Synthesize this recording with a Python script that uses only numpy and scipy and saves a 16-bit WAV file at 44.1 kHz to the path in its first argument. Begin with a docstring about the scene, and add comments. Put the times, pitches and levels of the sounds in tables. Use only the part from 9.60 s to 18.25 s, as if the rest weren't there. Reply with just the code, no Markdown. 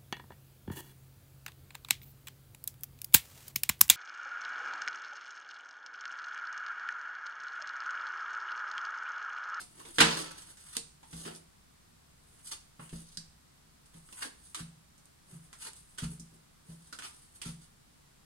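"""Stiff cards snap at their edges: a deck is slapped square, then cards are slid off it and laid on a wooden desk.
A snap is a short noise burst coloured by two bending modes; a slide is grainy friction noise in four bands.
Fingertips and deck thump the desk top, which rings in decaying low modes; a small bare room answers the cards.
Two spaced microphone ports, which brighten the snaps, listen over a faint room rumble and hiss."""
import sys
import numpy as np
from scipy import signal
from scipy.fft import rfft, irfft, next_fast_len
from scipy.io import wavfile
from scipy.ndimage import uniform_filter1d, map_coordinates

SR = 44100
rng = np.random.default_rng(int(sys.argv[2]) if len(sys.argv) > 2 else 0)


def generate_wav(signal):
    """Clip the signal to [-1, 1] and save it as 16-bit WAV at the path in sys.argv[1]."""
    frames = np.transpose(np.atleast_2d(signal))
    scaled = np.clip(frames, -1, 1) * 32767
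    pcm = np.round(scaled).astype(np.int16)
    wavfile.write(sys.argv[1], SR, pcm)


N = 381444

# Steady background spectrum. Each row: frequency in Hz, relative density in dB per Hz.
FLOOR_SPECTRUM = [(12, -38), (20, 6), (27, -18), (59, -2), (113, -10.5), (149, -2.5), (197, -10),
                  (240, -11.5), (539, -19.5), (1110, -18), (2650, -23.5), (4760, -23), (6290, -25.5),
                  (8550, -22.5), (15800, -35.5)]
# Correlation of diffuse sound between the ports. Each row: frequency in Hz, likeness from -1 to 1.
PORT_LIKENESS = [(60, 1), (110, 0.93), (200, 0.38), (380, -0.41), (700, -0.33), (1290, 0.025),
                 (2380, -0.06), (4400, 0.088), (8120, -0.22), (15000, 0.079)]
# Reverberation of the room. Each row: frequency in Hz, time to fall 60 dB in s.
ROOM_DECAY = [(200, 0.57), (1000, 0.37), (4000, 0.4), (9000, 0.42), (14000, 0.067)]
# Colour the ports give to snaps. 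Each row: frequency in Hz, gain in dB.
PORT_COLOUR = [(500, 0.5), (650, -1), (900, 5), (5000, 3.5), (6500, 2), (9000, 6.5), (11000, -5.5),
               (13000, -13), (16000, -23.5)]

# Strokes of cards and fingers. Each row: start of full speed in seconds, rise in s, hold in s, fall in s,
# hiss level in dB, then brush, rasp and drone, each in dB relative to the hiss.
SLIDES = [(0.001, .02, .005, .06, -48.5, -4, -8, -8), (.19, .15, .12, 0.045, -59, -8.5, -5, -5),
          (0.36, .06, .01, 0.06, -50.5, -8, -14, -17), (.44, .03, 0.02, 0.34, -49.5, 10.5, 12.5, 6.5),
          (.575, .04, .04, .04, -46, -4.5, -16, -7), (.78, 0.018, .008, 0.033, -53.5, -7.5, -21, -20),
          (.82, .025, 0.0046, 0.033, -55.5, -19, -10, -13), (0.871, 0.017, 0.02, 0.073, -56.5, -8, -9, -17),
          (0.998, 0.036, 0.017, 0.057, -61, -6, -8, -25), (1.06, 0.061, .04, .05, -59, -8.5, -7, -34),
          (1.16, 0.09, .003, 0.02, -50, -3.5, -5.5, -23), (1.544, .1, 0.095, 0.043, -53, -7, -13.5, -13),
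          (1.66, .05, .06, .05, -58, -2.5, 3, 5.5), (1.752, .05, 0.0138, .04, -56.5, -9, -17, -11),
          (2.747, 0.2, 0.043, 0.048, -66.5, -19, -12, -13),
          (2.863, 0.041, 0.033, 0.019, -49, -10, -16.5, -30),
          (2.92, .03, 0.0051, 0.028, -43, -2.5, -5.5, -18.5),
          (3.208, 0.032, 0.069, .06, -60, -16, -5.5, -12),
          (3.331, 0.032, 0.062, 0.08, -56.5, -7.5, -16, -6), (3.439, .06, .12, 0.027, -67, -0.5, -25, -23),
          (4.347, 0.056, .025, 0.05, -65, -10.5, -9, -3), (4.502, .15, .04, .05, -59, -19, -18, -18),
          (4.579, .025, .003, 0.034, -49, -16, -4, -28), (4.626, 0.037, .005, 0.024, -42.5, -5.5, -1, -16),
          (4.654, 0.024, .005, 0.035, -51, -3, -16, 2), (4.866, 0.17, .005, 0.13, -59.5, -10, -25, -29),
          (4.976, 0.0306, 0.02, 0.06, -52.5, -8, -2, -7), (5.717, .08, 0.013, 0.095, -59.5, -12, -9.5, -7),
          (5.843, 0.045, 0.01, 0.045, -64, -15, -22.5, -21), (6.023, .06, 0.0269, 0.025, -49, -8, -8, -31),
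          (6.059, .04, 0.013, .05, -50, -3, -2, -12.5), (6.157, 0.031, 0.033, .08, -59.5, -12, -23, -29.5),
          (6.3, 0.095, .05, .03, -67, -12, -22.5, -23),
          (6.431, 0.048, 0.0049, 0.064, -48.5, -4.5, -3.5, -9),
          (6.508, 0.064, 0.028, .05, -56, -19, -17, -10), (6.665, 0.046, 0.0046, .1, -74, -4.5, -11.5, -8),
          (6.741, 0.05, 0.0041, .05, -67.5, -18, -17, 2.5),
          (7.094, 0.064, .03, 0.065, -61.5, -10, -11, -4.5), (7.247, 0.11, .03, 0.12, -64, -8, -15, -25),
          (7.439, 0.057, 0.0085, 0.084, -50.5, -2, 0.5, -11.5),
          (7.544, 0.1, 0.12, 0.068, -65.5, -9.5, -15, -27), (7.757, .06, .005, 0.045, -58.5, -10, -13, -20),
          (7.864, 0.045, .005, 0.089, -51, -1.5, -3.5, -7),
          (8.029, 0.065, 0.0032, .05, -63, -3.5, -11.5, -16)]
# Friction bands: hiss of the card face, its brush, the card's rasp, the desk's drone.
# Each row of the four: frequency in Hz, relative gain in dB.
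FACE_HISS = [(3000, -61), (6000, -17.5), (9000, 3.5), (11000, -7.5), (13000, -24.5), (16000, -21.5)]
FACE_BRUSH = [(2000, -33.5), (3500, -1), (5000, -2), (6500, -3), (9000, -32)]
CARD_RASP = [(500, -30.5), (900, 0.5), (1400, -5.5), (2200, -6), (3000, -5.5), (5000, -37)]
DESK_DRONE = [(150, -28.5), (300, 5.5), (450, -0.5), (700, -5.5), (1200, -38.5)]
# Modes of a card dragged flat. Each row: frequency in Hz, linear gain.
FLAT_CARD_MODES = [(1420, 0.92), (2950, 0.31), (4500, 0.78)]

# Blows of fingertips and deck on the desk top. Each row: start in seconds, level in dB,
# hardness in dB per octave (modes above 150 Hz), gain in dB of modes from 100 to 150 Hz,
# low push in dB (modes below 100 Hz), contact time in s, share of free ring time left by the resting hand.
THUMPS = [(0.249, -65, 11, 2, -17, .0076, 0.34), (0.383, -41, 10.5, -7, -26, 0.0032, 1),
          (0.403, -31, 4.5, -3, -14.5, 0.0088, 1), (1.165, -62.5, 12.5, -7, -20, 0.0097, .6),
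          (1.531, -44.5, -18, -6, -11, 0.0053, 0.82), (1.651, -52, 0.1, -4.5, -20.5, 0.0065, 1),
          (3.193, -50, -11, 8.5, -25.5, 0.0037, 0.62), (3.328, -41.5, -9.5, -5.5, -7.5, 0.0026, 0.7),
          (3.573, -49, -19, -13, -25.5, 0.0073, 0.59), (4.345, -51.5, -22, -2, -22.5, 0.0084, 0.69),
          (5.002, -42.5, -18.5, 2.5, -13, .007, 0.76), (5.722, -44.5, -39, 6, -24, 0.021, 0.66),
          (6.423, -35, -11, 5.5, -8.5, 0.0052, 0.8), (6.597, -46.5, -13, -15, -13, 0.0038, 0.63),
          (6.72, -60.5, -5, 2, -13, .007, 0.67), (7.086, -44.5, -32.5, -5, -18, 0.012, 0.8),
          (7.859, -40, -14, 3.5, -11.5, 0.0042, 0.76), (8.074, -64, -11, 1, -11, 0.0048, 0.53)]
# Modes of the desk top. Each row: frequency in Hz, level in dB, free time to fall 60 dB in s.
DESK_MODES = [(64.88, 5, .45), (143, -6.5, 0.63), (165, 4, .58), (195, -10.5, 0.44), (226.3, 3, .4),
              (308.5, 2, 0.2), (340, -8, 0.21), (460.5, -6, 0.41)]

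# Snapping card edges, plus at 0.407 s the bright, dry first crack of the slapped deck. Each row: start in
# seconds, peak in dB before room and pan, low mode in Hz, its linear gain, # high mode in Hz, its linear gain,
# brightness in dB per octave, body at 300 Hz in dB, room level in dB.
SNAPS = [(0.2008, -49.5, 1030, 5.8, 3320, .7, -15, 13, 5.5),
         (0.251, -44, 990, 2.4, 3670, 0.95, -0.8, 9, 10), (0.384, -10, 1690, 2.2, 3220, 1.8, -4, -2, 5.5),
         (0.4072, -11.5, 1499, .3, 3700, 0.75, 1.5, -9.5, -13),
         (0.6085, -41, 1450, 0.93, 6400, 1.4, -1, 5, 8), (0.718, -34, 1509, 0.42, 6380, .6, 19, -9, -8),
         (0.8195, -40.5, 1390, .8, 5850, 1.5, -1, -15.5, 3), (0.9711, -41, 1700, 1.1, 6500, .6, 1, -14, 5),
         (1.1676, -14.5, 1190, 0.17, 4200, 1.05, 4, 5.5, -2),
         (1.4297, -44, 870, 7.4, 3290, 0.28, -1.5, 10.5, 6.5),
         (1.529, -41.5, 1500, 0.73, 3200, 0.27, 0, 15.5, 8),
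         (1.6502, -39.5, 1120, 1.1, 3430, 0.81, -2, 10, 13), (1.7494, -39, 1210, .4, 5220, 3.4, 1.5, -2, 0),
         (2.797, -52, 980, 1.4, 3150, 1.1, -4, -5, 2.5), (3.1949, -40, 1130, 1.6, 2940, 0.28, -11, 13.5, 7),
         (3.2929, -43, 1700, .4, 2900, 1.8, 3, -6, 4.5),
         (3.3283, -43.5, 1750, 0.83, 2900, .9, -6.5, 24, 10), (3.5722, -24, 1685, 4.1, 4700, 9.8, 4, 9, 0),
         (4.2583, -50, 1000, 1.1, 2610, 0.58, 6, -5, 3.5), (4.3427, -46, 2100, 1.3, 3500, 1.1, 1, -8, 2.5),
         (4.4887, -43.5, 1320, 8.5, 2930, 0.45, 0.5, 2, -.1),
         (4.5261, -36, 1020, 4.5, 2700, 0.49, 2.5, 10, 3.5), (4.6218, -29, 1650, 2.2, 4340, 1.3, -5, -1, 8),
         (4.9457, -24.5, 1210, 3.9, 3670, 0.79, 2, -8, 7.5),
         (5.001, -37, 1640, 1.6, 4040, 0.82, .8, -12, 8),
         (5.3785, -49.5, 1114, .6, 6300, 0.92, 7.5, -2.5, 4.5),
         (5.4555, -44.5, 1270, .6, 6000, .7, 14, -12.5, -3),
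         (5.9286, -38, 1380, 10.5, 3250, 0.24, 2.8, 10, 5.5),
         (6.1325, -38.5, 1220, 0.27, 3120, 0.47, 8, -8, -3),
         (6.1639, -49, 1320, 0.33, 5760, .5, 4, -6, 4.5), (6.3766, -42, 1445, 1.5, 2770, .6, .8, -11, 8),
         (6.3824, -30, 1400, 3.5, 3280, 0.77, 1.5, 4, 10), (6.5968, -38, 1070, .4, 5480, 4.4, 12, -2, 5),
         (7.3262, -31, 1380, 7.2, 4520, 1.6, 1.5, 9, 7), (7.3877, -30.5, 1400, 3.6, 2770, 0.57, 0, 4, 6),
         (7.4222, -34.5, 1300, 2.2, 2930, 0.67, -3.5, -9, 2),
         (7.8162, -28.5, 1890, 0.44, 3130, 1.3, 1.5, -5, 7.5),
         (7.8676, -36, 1310, 0.36, 3660, 1.1, 7, 10, 7), (8.0294, -49, 1510, 0.75, 6320, 1.1, 3, 0.5, -2.5)]
# The whole deck slapped square. Each row: the same columns as the snaps.
SLAP = [(0.4017, -8.5, 1520, .3, 4004, .7, -5, -1.7, 7.6)]
# Tint of a card held in the usual way. Each row: frequency in Hz, gain in dB.
CARD_TINT = [(1200, -2.5), (2800, 0.5), (5000, -1.5), (9000, 0.5)]

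FLOOR_DB = -62
LAG = 27  # samples by which the left port hears the cards later
TOP_HZ = 15830
SWELL_DB = 20  # gained over a rise, lost over a fall
GRIP = 1.5  # the deeper layers swell this much more steeply than the hiss
ROUND = 1.05  # over 1: the swell eases into full speed
SNAP_RISE_S, SLAP_RISE_S = .0006, .003
LOW_Q, HIGH_Q = 8, 4.5  # sharpness of the two bending modes; flat card modes share the first
LEAD_S = .005  # silence ahead of a snap


def amp(db):
    """Amplitude ratio is ten to the power of dB over 20."""
    return 10 ** (np.asarray(db) / 20)


def unit(x):
    """Normalization divides a signal by its root mean square."""
    return x / np.sqrt(np.mean(x ** 2) + 1e-20)


def along(points, hz):
    """Interpolation joins (Hz, value) points linearly on a logarithmic frequency axis."""
    f, v = np.transpose(points)
    return np.interp(np.log(hz + 1), np.log(f + 1), v)


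def filtered(x, response):
    """Linear filtering multiplies the spectrum by a frequency response."""
    m = next_fast_len(x.shape[-1] + 4096)
    spectrum = rfft(x, m) * response(np.fft.rfftfreq(m, 1 / SR))
    return irfft(spectrum, m)[..., :x.shape[-1]]


def mode(f, c, q):
    """Resonance: a damped oscillator responds most strongly at its own frequency, c Hz."""
    return 1j * f * c / q / (c * c - f * f + 1j * f * c / q)


def wobble(rate):
    """Slow fluctuation: a smooth curve through random knots, rate of them a second."""
    knots = rng.standard_normal(int(N * rate / SR) + 4)
    return map_coordinates(knots, [np.arange(N) * rate / SR])


def diffuse(size):
    """Diffuse-field coherence: noise at two spaced ports is nearly alike only in the bass."""
    def shares(hz):
        turn = np.arccos(np.clip(along(PORT_LIKENESS, hz), -1, 1)) / 2
        return np.array([np.cos(turn), np.sin(turn)])
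    mid, side = filtered(rng.standard_normal((2, size)), shares)
    return np.array([mid + side, mid - side])


def heard(x, pan_db, room_db):
    """Room response: direct sound, later on the left, then quick desk and wall echoes and a decaying tail."""
    size = SR // 2
    hz, t, z = signal.stft(diffuse(size), SR, nperseg=128)
    room = amp(-60 * t / along(ROOM_DECAY, hz)[:, None])
    quick_echoes = amp(6.5 - 60 * t / 0.1)
    tail = signal.istft(z * (room + quick_echoes), SR, nperseg=128)[1][:, :size]
    arrive = np.clip(np.arange(size) / SR / .003, 0, 1)
    tail = tail * arrive * amp(room_db) / np.linalg.norm(tail[0])
    tail[[0, 1], [LAG, 0]] += 1  # the direct sound
    return signal.fftconvolve(x[None], tail, axes=1) * amp([[pan_db / 2], [-pan_db / 2]])


def add(out, s, x):
    """Superposition: x is summed into out from second s."""
    part = out[:, round(s * SR):][:, :x.shape[1]]
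    part += x[:, :part.shape[1]]


def floor():
    """Stationary noise: room rumble and port hiss share one spectrum, breathing a little in level."""
    noise = unit(filtered(diffuse(N), lambda f: amp(along(FLOOR_SPECTRUM, f))))
    return amp(FLOOR_DB + 0.17 * wobble(1.7)) * noise


def friction_grit():
    """Stick-slip friction: fine noise grains of uneven size, as the edge catches and slips."""
    catch = amp(2.8 * wobble(150) + 0.83 * wobble(30))
    size_db = np.clip(2.5 * rng.exponential(size=N), 0, 16)  # a few grains stand out
    return catch * rng.standard_normal(N) * amp(size_db)


def slides():
    """Sliding friction: one grit excites hiss, brush, rasp and drone, all swelling with the stroke."""
    out, grit = np.zeros((2, N)), friction_grit()

    def layer(band):
        flex = lambda f: 1 + sum(gain * mode(f, hz, LOW_Q) for hz, gain in FLAT_CARD_MODES)
        return unit(filtered(grit, lambda f: amp(along(band, f)) * flex(f)))

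    face, brush, rasp, drone = map(layer, (FACE_HISS, FACE_BRUSH, CARD_RASP, DESK_DRONE))
    for s, rise, hold, fall, hiss_db, brush_db, rasp_db, drone_db in SLIDES:
        first = max(round((s - 2 * rise) * SR), 0)
        last = min(round((s + hold + 2 * fall) * SR), N)
        k = np.arange(first, last)
        before = (s - k / SR) / rise
        after = (k / SR - s - hold) / fall
        below_db = -SWELL_DB * np.maximum(np.maximum(before, after), 0) ** ROUND
        deep = amp(brush_db) * brush[k] + amp(rasp_db) * rasp[k] + amp(drone_db) * drone[k]
        mix = amp(below_db) * face[k] + amp(GRIP * below_db) * deep
        # dividing by the local strength of the grit keeps the stroke at its level
        local_power = np.average(grit[k] ** 2, weights=amp(2 * below_db))
        mix = mix / np.sqrt(local_power / np.mean(grit ** 2))
        add(out, first / SR, amp(hiss_db) * heard(mix, pan_db=-0.8, room_db=-0.5))
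    return out


def thumps():
    """Modal excitation: a soft push rings the desk's low modes, alike at both ports; a harder one reaches higher."""
    out, t = np.zeros((2, N)), np.arange(SR // 2) / SR
    for s, db, hard_db, lower_db, push_db, contact, free in THUMPS:
        ring = 0
        for hz, level_db, t60 in DESK_MODES:
            if hz > 150:
                tilt_db = hard_db * np.log2(hz / 163)
            else:
                tilt_db = lower_db if hz > 100 else push_db
            # neighbouring modes blur the ring: its phase wanders
            waver = np.cumsum(rng.standard_normal(len(t))) * 1.2 / np.sqrt(SR * t60)
            decay = amp(level_db + tilt_db - 60 * t / (t60 * free))
            ring = ring + decay * np.sin(2 * np.pi * hz * t + waver)
        # the whole desk rocks at 32 Hz
        sag = amp(push_db + 1.5) * np.sin(2 * np.pi * 32 * t) * amp(-60 * t / .3)
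        press = np.sin(np.pi / 2 * np.clip(t / contact, 0, 1)) ** 2
        add(out, s, amp(db) * ((ring + sag) * press)[None])
    return out


def snap_bursts(rows, rise):
    """Impulsive bending: a short rough burst, tinted by the card's hold, rings through two bending modes."""
    out, t = np.zeros((2, N)), np.arange(2048) / SR - LEAD_S
    for s, db, low_hz, low, high_hz, high, bright_db, body_db, room_db in rows:
        u = np.clip(t / rise, 0, None)
        z = rfft(rng.standard_normal(len(t)) * u * np.exp(-u))
        # dividing by the smoothed magnitude evens out the spectrum
        burst = irfft(z / uniform_filter1d(abs(z), size=7)) * (t >= 0)
        tone = [(300, body_db)]
        for hz, level in CARD_TINT:
            tone.append((hz, level + bright_db * np.log2(hz / CARD_TINT[1][0])))

        def response(f):
            card = 1 + low * mode(f, low_hz, LOW_Q) + high * mode(f, high_hz, HIGH_Q)
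            return card * amp(along(tone, f) + along(PORT_COLOUR, f)) * (f > 180)

        burst = filtered(burst, response)
        add(out, s - LEAD_S, amp(db) * heard(burst / abs(burst).max(), -2.5, room_db))
    return out


def snaps():
    """Sudden release: single card edges excite their bending modes with a fast rise; one dry row at 0.407 s
    gives the slapped deck its bright first crack."""
    return snap_bursts(SNAPS, SNAP_RISE_S)


def slap():
    """Extended impact: the whole deck, slapped square, excites its modes with a slower rise."""
    return snap_bursts(SLAP, SLAP_RISE_S)


def scene():
    """Superposition: background, friction, desk blows and card snaps add linearly."""
    return floor() + slides() + thumps() + snaps() + slap()


def record(dry):
    """Band limitation: nothing is kept from the top frequency up."""
    return filtered(dry, lambda hz: hz < TOP_HZ)


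dry = scene()
out = record(dry)
generate_wav(out)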